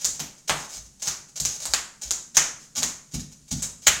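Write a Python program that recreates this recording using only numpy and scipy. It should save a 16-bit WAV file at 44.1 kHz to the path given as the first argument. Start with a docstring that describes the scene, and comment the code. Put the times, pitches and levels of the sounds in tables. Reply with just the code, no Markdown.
"""A small child treads on bubble wrap on a hard kitchen floor, heard nearby through one microphone.
Over quiet room air and a faint hum, the first step bursts three bubbles, each a crack with a short bright
ring. Step after step crinkles the film and thumps the floor; most burst a bubble or a few, and ceiling
and cupboards throw the pops back. A loud double pop comes at 2.4 s, the heaviest treads at 3.1 and 3.5 s,
and a last cluster of pops at 3.9 s. The loudest pops overload the microphone."""
import sys
import numpy as np
from scipy import signal
from scipy.fft import rfft, irfft
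from scipy.io import wavfile

SR = 44100
rng = np.random.default_rng(int(sys.argv[2]) if len(sys.argv) > 2 else 0)


def inscribe(sig):
    """Save sig as 16-bit PCM at rate SR to the path in sys.argv[1].

    A 1-D sig is mono; a 2-D sig holds one channel per row.
    Samples are clipped to [-1, 1] before scaling.
    """
    pcm = np.round(np.clip(np.atleast_2d(sig).T, -1, 1) * 32767)
    wavfile.write(sys.argv[1], SR, pcm.astype(np.int16))


N = 176400


def amp(db):
    """Decibels to gain."""
    return 10 ** (np.asarray(db) / 20)


def unit_rms(x):
    """Scales to rms 1."""
    return x / np.sqrt(np.mean(x ** 2) + 1e-20)


def curve_at(points, hz):
    """Reads a table on a log-frequency axis."""
    freqs, values = np.transpose(points)
    return np.interp(np.log(hz + 1e-6), np.log(freqs), values)


def add(mix, start_s, sound):
    """Mixes a sound in at a time."""
    part = mix[max(round(start_s * SR), 0):][:len(sound)]
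    part += sound[:len(part)]


def click(gain):
    """The sharpest causal click with the given spectrum."""
    log_gain = np.log(np.maximum(gain, 1e-5))
    mirrored = np.r_[log_gain, log_gain[-2:0:-1]]
    return np.fft.ifft(np.exp(np.conj(signal.hilbert(mirrored)))).real


def coloured_noise(size, spectrum):
    """Noise with the given spectrum, at rms 1."""
    gain = amp(curve_at(spectrum, np.fft.rfftfreq(size, 1 / SR)))
    return unit_rms(irfft(rfft(rng.standard_normal(size)) * gain, size))


def resonance(hz, centre_hz, width_hz):
    """Gain of a resonance with steep skirts."""
    return 1 / (1 + ((hz ** 2 - centre_hz ** 2) / (hz * width_hz)) ** 2)


def room_tone(air_db=-58, hum_hz=147, hum_db=-75):
    """The kitchen at rest: quiet air and a faint appliance hum."""
    # spectrum of the air: (frequency [Hz], level [dB])
    air_spectrum = [(20, -1), (50, -2), (80, -13), (140, 6.5), (250, 0), (400, -12.5), (1000, -23),
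                    (3300, -21.5), (7000, -7.5), (16000, -34)]
    hum = np.sqrt(2) * np.sin(2 * np.pi * hum_hz * np.arange(N) / SR)
    return amp(air_db) * coloured_noise(N, air_spectrum) + amp(hum_db) * hum


def floor_to_microphone(direct_db, size=32768, ceiling_s=.00495, scatter_t60_s=.09):
    """Direct sound, a bright slap off the ceiling, cupboard echoes, quick scatter and a longer tail."""
    # the kitchen's reverberation: (frequency [Hz], time to fall 60 dB [s])
    decay_times = [(200, 0.75), (600, 0.47), (1400, 0.5), (3700, 0.37), (6700, 0.42), (10000, 0.38),
                   (16000, 0.29)]
    # colour of the ceiling slap: (frequency [Hz], level [dB])
    ceiling = [(1500, -8), (4300, -10), (6500, -3)]
    # echoes off the cupboards: (delay [s], level [dB])
    cupboards = [(.0013, -14.5), (.0095, -12), (.012, -17), (0.0171, -18.5)]
    t = np.arange(size) / SR
    hz, frame_s, noise = signal.stft(rng.standard_normal(size), SR, nperseg=256)
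    decay = amp(-60 * frame_s / curve_at(decay_times, hz)[:, None])
    tail = signal.istft(noise * decay, SR, nperseg=256)[1][:size] * np.minimum(t / 0.011, 1)
    scatter = rng.standard_normal(size) * (rng.random(size) < 3000 / SR)
    scatter *= amp(-60 * t / scatter_t60_s) * np.minimum(t / 0.0019, 1)
    path = amp(-2.5) * tail / np.linalg.norm(tail) + amp(-5.5) * scatter / np.linalg.norm(scatter)
    path[0] += amp(direct_db)
    slap = click(amp(curve_at(ceiling, hz) + direct_db / 2))
    add(path, ceiling_s * (1 + .02 * rng.uniform(-1.4, 1)), slap)  # delays vary from spot to spot
    for delay_s, db in cupboards:
        add(path, delay_s * (1 + .02 * rng.uniform(-1.1, 1)), amp([db + direct_db / 2]))
    return amp(-3) * path


def heel_thud(db, cutoff_hz, size=24000, rise_s=0.0043, hold_s=0.022, t60_s=0.41):
    """A heel sets the floor booming; a softer step leaves only its lowest notes."""
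    # spectrum of the boom: (frequency [Hz], level [dB])
    floor_spectrum = [(20, -23), (38, -31), (55, -0.5), (75, 3.5), (98, 2.5), (122, -3.5), (150, 6.5),
                      (185, 1.5), (250, 3), (350, -7), (700, -18)]
    # the floor's notes: (frequency [Hz], level [dB], time to fall 60 dB [s])
    floor_modes = [(52.8, -12.5, 0.48), (145.9, -11, 0.28), (247, -14, .28)]
    t, hz = np.arange(size) / SR, np.fft.rfftfreq(size, 1 / SR)
    envelope = np.minimum(t / rise_s, 1) * amp(-60 * np.maximum(t - hold_s, 0) / t60_s)
    boom = coloured_noise(size, floor_spectrum) * envelope
    for mode_hz, mode_db, mode_t60_s in floor_modes:
        mode_envelope = np.minimum(t / hold_s, 1) * amp(-60 * t / mode_t60_s)
        boom += amp(mode_db) * 3 * np.sin(2 * np.pi * mode_hz * t) * mode_envelope
    low_cut = hz / np.hypot(hz, 0.5 * cutoff_hz)  # a harder, quicker step pushes less bass
    high_cut = 1 / np.sqrt(1 + (hz / cutoff_hz) ** 6)
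    boom = signal.fftconvolve(boom, click(low_cut * high_cut))[:size]
    return amp(db - 5.5) * unit_rms(boom) * np.sqrt(np.mean(envelope ** 2))


def film_crinkle(snaps_per_s=1800, spread_db=3.9, colours=12, tint_db=1, rise_share=0.27, fall_s=0.0097):
    """Tiny snaps of creasing plastic in many colours, as strong as the foot presses."""
    # the film creases underfoot: (time [s], length [s], level [dB])
    creases = [ (-.01, 0.054, -36.5), (0.143, 0.017, -42), (0.2, 0.016, -42), (0.375, 0.018, -51),
               (0.474, 0.023, -27.5), (0.554, 0.1, -40), (0.682, 0.1, -38), (0.732, 0.028, -39.5),
               (0.843, 0.023, -52), (0.992, 0.022, -45), (1.017, 0.02, -29.5), (1.047, 0.034, -30.5),
               (1.279, 0.017, -51), (1.355, 0.023, -33.5), (1.42, 0.061, -36), (1.477, 0.085, -38),
               (1.591, 0.049, -33.5), (1.654, 0.015, -32), (1.703, 0.022, -37.5), (2.012, 0.025, -33),
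               (2.044, 0.047, -40), (2.343, 0.021, -29.5), (2.587, 0.069, -49.5), (2.75, 0.038, -28),
               (2.768, 0.041, -33.5), (2.85, 0.053, -41), (3.108, 0.038, -45), (3.135, 0.014, -30),
               (3.193, 0.011, -34), (3.318, 0.0019, -38.5), (3.479, 0.0089, -45), (3.507, 0.02, -28),
               (3.561, 0.041, -41.5), (3.625, .015, -27.5), (3.811, 0.055, -44), (3.865, 0.0041, -21), ]
    # spectrum of a snap: (frequency [Hz], level [dB])
    film_spectrum = [(100, -24.5), (500, -11), (780, -13.5), (1400, -14.5), (2500, -11.5), (3500, -8),
                     (5000, -4), (6700, 4), (8200, -7.5), (10500, -15.5), (15500, -23)]
    t, hz = np.arange(N) / SR, np.fft.rfftfreq(1024, 1 / SR)
    power = np.full(N, amp(-64.5) ** 2)  # the film never quite rests
    for start_s, length_s, db in creases:
        swell = np.clip((t - start_s) / (rise_share * length_s), 0, 1)
        fall = np.exp(-np.maximum(t - start_s - length_s, 0) / fall_s)
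        power += (amp(db) * swell * fall) ** 2
    sizes = amp(spread_db * np.minimum(rng.exponential(1, N), 3))
    impulses = sizes * rng.choice([-1, 1], N) * (rng.random(N) < snaps_per_s / SR)
    snaps = unit_rms(impulses) * np.sqrt(power)
    colour_of_snap = rng.integers(0, colours, N)
    tints = tint_db * rng.standard_normal((colours, len(film_spectrum)))
    film = np.zeros(N)
    for colour, tint in enumerate(tints - tints.mean(0)):
        tinted = [(band_hz, db + shift) for (band_hz, db), shift in zip(film_spectrum, tint)]
        snap = click(amp(curve_at(tinted, hz)))
        film += signal.oaconvolve(snaps * (colour_of_snap == colour), snap / np.linalg.norm(snap))[:N]
    return signal.fftconvolve(film, floor_to_microphone(direct_db=-1))[:N]


def bubble_pop(ring_db, ring_hz, crack_db, crack_hz, lower_db, lower_hz, direct_db):
    """The film tears with a tick and a broad crack, and the opened cavity rings for a few cycles."""
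    # spectrum of the cavity's ring: (frequency [multiple of the pitch], level [dB])
    ring_spectrum = [(.1, -21.5), (.45, -26), (.72, -14), (.88, -5), (1, 1), (1.1, -1), (1.24, -10.5),
                     (1.5, -20.5), (2.3, -34)]
    # spectrum of the tear: (frequency [multiple of the centre], level [dB])
    crack_spectrum = [(.08, -17), (.25, -9), (.5, -3.5), (1, 1.5), (2, -5.5), (3.5, -15), (6, -22.5),
                      (14, -34)]
    # colour that all cracks share: (frequency [Hz], level [dB])
    crack_body = [(200, -2), (500, -2), (800, -1), (1300, -2), (2400, 0.5), (3400, 4)]
    hz = np.fft.rfftfreq(2048, 1 / SR) + 1
    ring = amp(ring_db + curve_at(ring_spectrum, hz / ring_hz))
    crack = amp(crack_db + curve_at(crack_spectrum, hz / crack_hz) + curve_at(crack_body, hz))
    # the tick grows more slowly than the ring
    tick = amp(-9 + 0.1865 * ring_db) * resonance(hz, centre_hz=12600, width_hz=8400)
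    burst = np.linalg.norm([ring, crack, tick], axis=0)
    lower_ring = amp(lower_db) * resonance(hz, lower_hz, width_hz=2140)
    path = floor_to_microphone(direct_db)
    into_room = click(np.hypot(burst, amp(-7) * lower_ring))  # less of the lower ring reaches the room
    sound = signal.fftconvolve(into_room, np.r_[0, path[1:]])
    add(sound, 0, path[0] * click(np.hypot(burst, lower_ring)))  # straight to the microphone
    return sound


def scene():
    """Pops and footfalls over the crinkling film and the room tone, in mono."""
    # bursting bubbles: (time [s], ring level [dB], ring pitch [Hz], crack level [dB], crack centre [Hz],
    # lower ring level [dB], lower ring pitch [Hz], direct path [dB]); a covering foot weakens that path
    pops = [ (0.0464, 19, 6460, -16, 1200, 11, 4500, -3), (0.0515, 19, 6700, -3, 1770, 17.5, 4500, -7),
            (0.0529, 19, 6900, -2, 1800, 8, 4500, -13), (0.1955, 11.5, 5900, 5.5, 850, 3, 4300, -7.5),
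            (.2027, 8.5, 6630, 2, 2580, -4, 4300, -5), (0.496, 13.5, 7600, 23, 1110, 20, 3480, -2.5),
            (1.0733, 17, 6000, 4.5, 1300, 14, 4500, -8), (1.0794, 15.5, 6550, 7.5, 1400, 15, 4460, -11.5),
            (1.4005, 14.5, 6900, -18, 2460, 15.5, 4450, -7.5), (1.4033, 13, 6640, -23, 2530, 3, 4370, -2),
            (1.4517, 22, 6370, 3, 2380, 8, 4200, -5.5), (1.6549, 12, 7440, 5.5, 960, 11, 4500, -5),
            (1.7369, 19.5, 6840, 16, 1640, 23, 4620, 6.5), (2.1086, 21.5, 6600, 4, 1330, 16.5, 4100, -5),
            (2.3693, 28.5, 6390, 19, 1670, 11, 4400, 4), (2.3705, 23.5, 6000, 16.5, 1780, 4, 4400, 6),
            (2.8248, 10.5, 6700, 8.5, 1100, 5, 4500, -6), (2.8296, 19, 6570, 1, 1410, 0, 4500, -16),
            (2.8311, 18, 6400, 7.5, 1890, 17, 4270, -3), (3.6227, 16, 7070, -0.5, 1210, 2, 3650, -11),
            (3.8695, 25, 6680, 22.5, 2050, 5, 3400, 14), (3.8731, 16.5, 6800, 13.5, 2080, 2, 3400, 16),
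            (3.8798, 10.5, 6900, -1, 2400, 4, 3400, 12), (3.8814, 16.5, 6400, 12.5, 1750, 0, 3400, 16), ]
    # footfalls: (time [s], level [dB], hardness as a cut-off [Hz])
    steps = [(0.056, -43, 117), (0.201, -35.5, 416), (0.497, -31.5, 176), (0.76, -40.5, 72.7),
             (1.069, -39, 210), (1.398, -32.5, 130), (1.672, -39, 79), (2.043, -39, 71),
             (2.371, -39.5, 255), (2.773, -34.5, 254), (2.831, -37, 410), (3.134, -24.5, 224),
             (3.512, -23.5, 196), (3.628, -41.5, 296), (3.872, -31, 160)]
    mix = room_tone() + film_crinkle()
    for start_s, *bubble in pops:
        add(mix, start_s, bubble_pop(*bubble))
    for start_s, db, cutoff_hz in steps:
        add(mix, start_s, heel_thud(db, cutoff_hz))
    return mix[None]


def record(dry, overload=.63, top_hz=16100):
    """The microphone flattens the highest peaks; then the top of the treble is cut off."""
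    oversampled = signal.resample_poly(dry, 4, 1, axis=1)
    flattened = oversampled / (1 + (oversampled / overload) ** 8) ** (1 / 8)
    clipped = signal.resample_poly(flattened, 1, 4, axis=1)
    band_limit = signal.firwin(301, top_hz, window=("kaiser", 9), fs=SR)
    return signal.oaconvolve(clipped, band_limit[None], "same")


dry = scene()
out = record(dry)
inscribe(out)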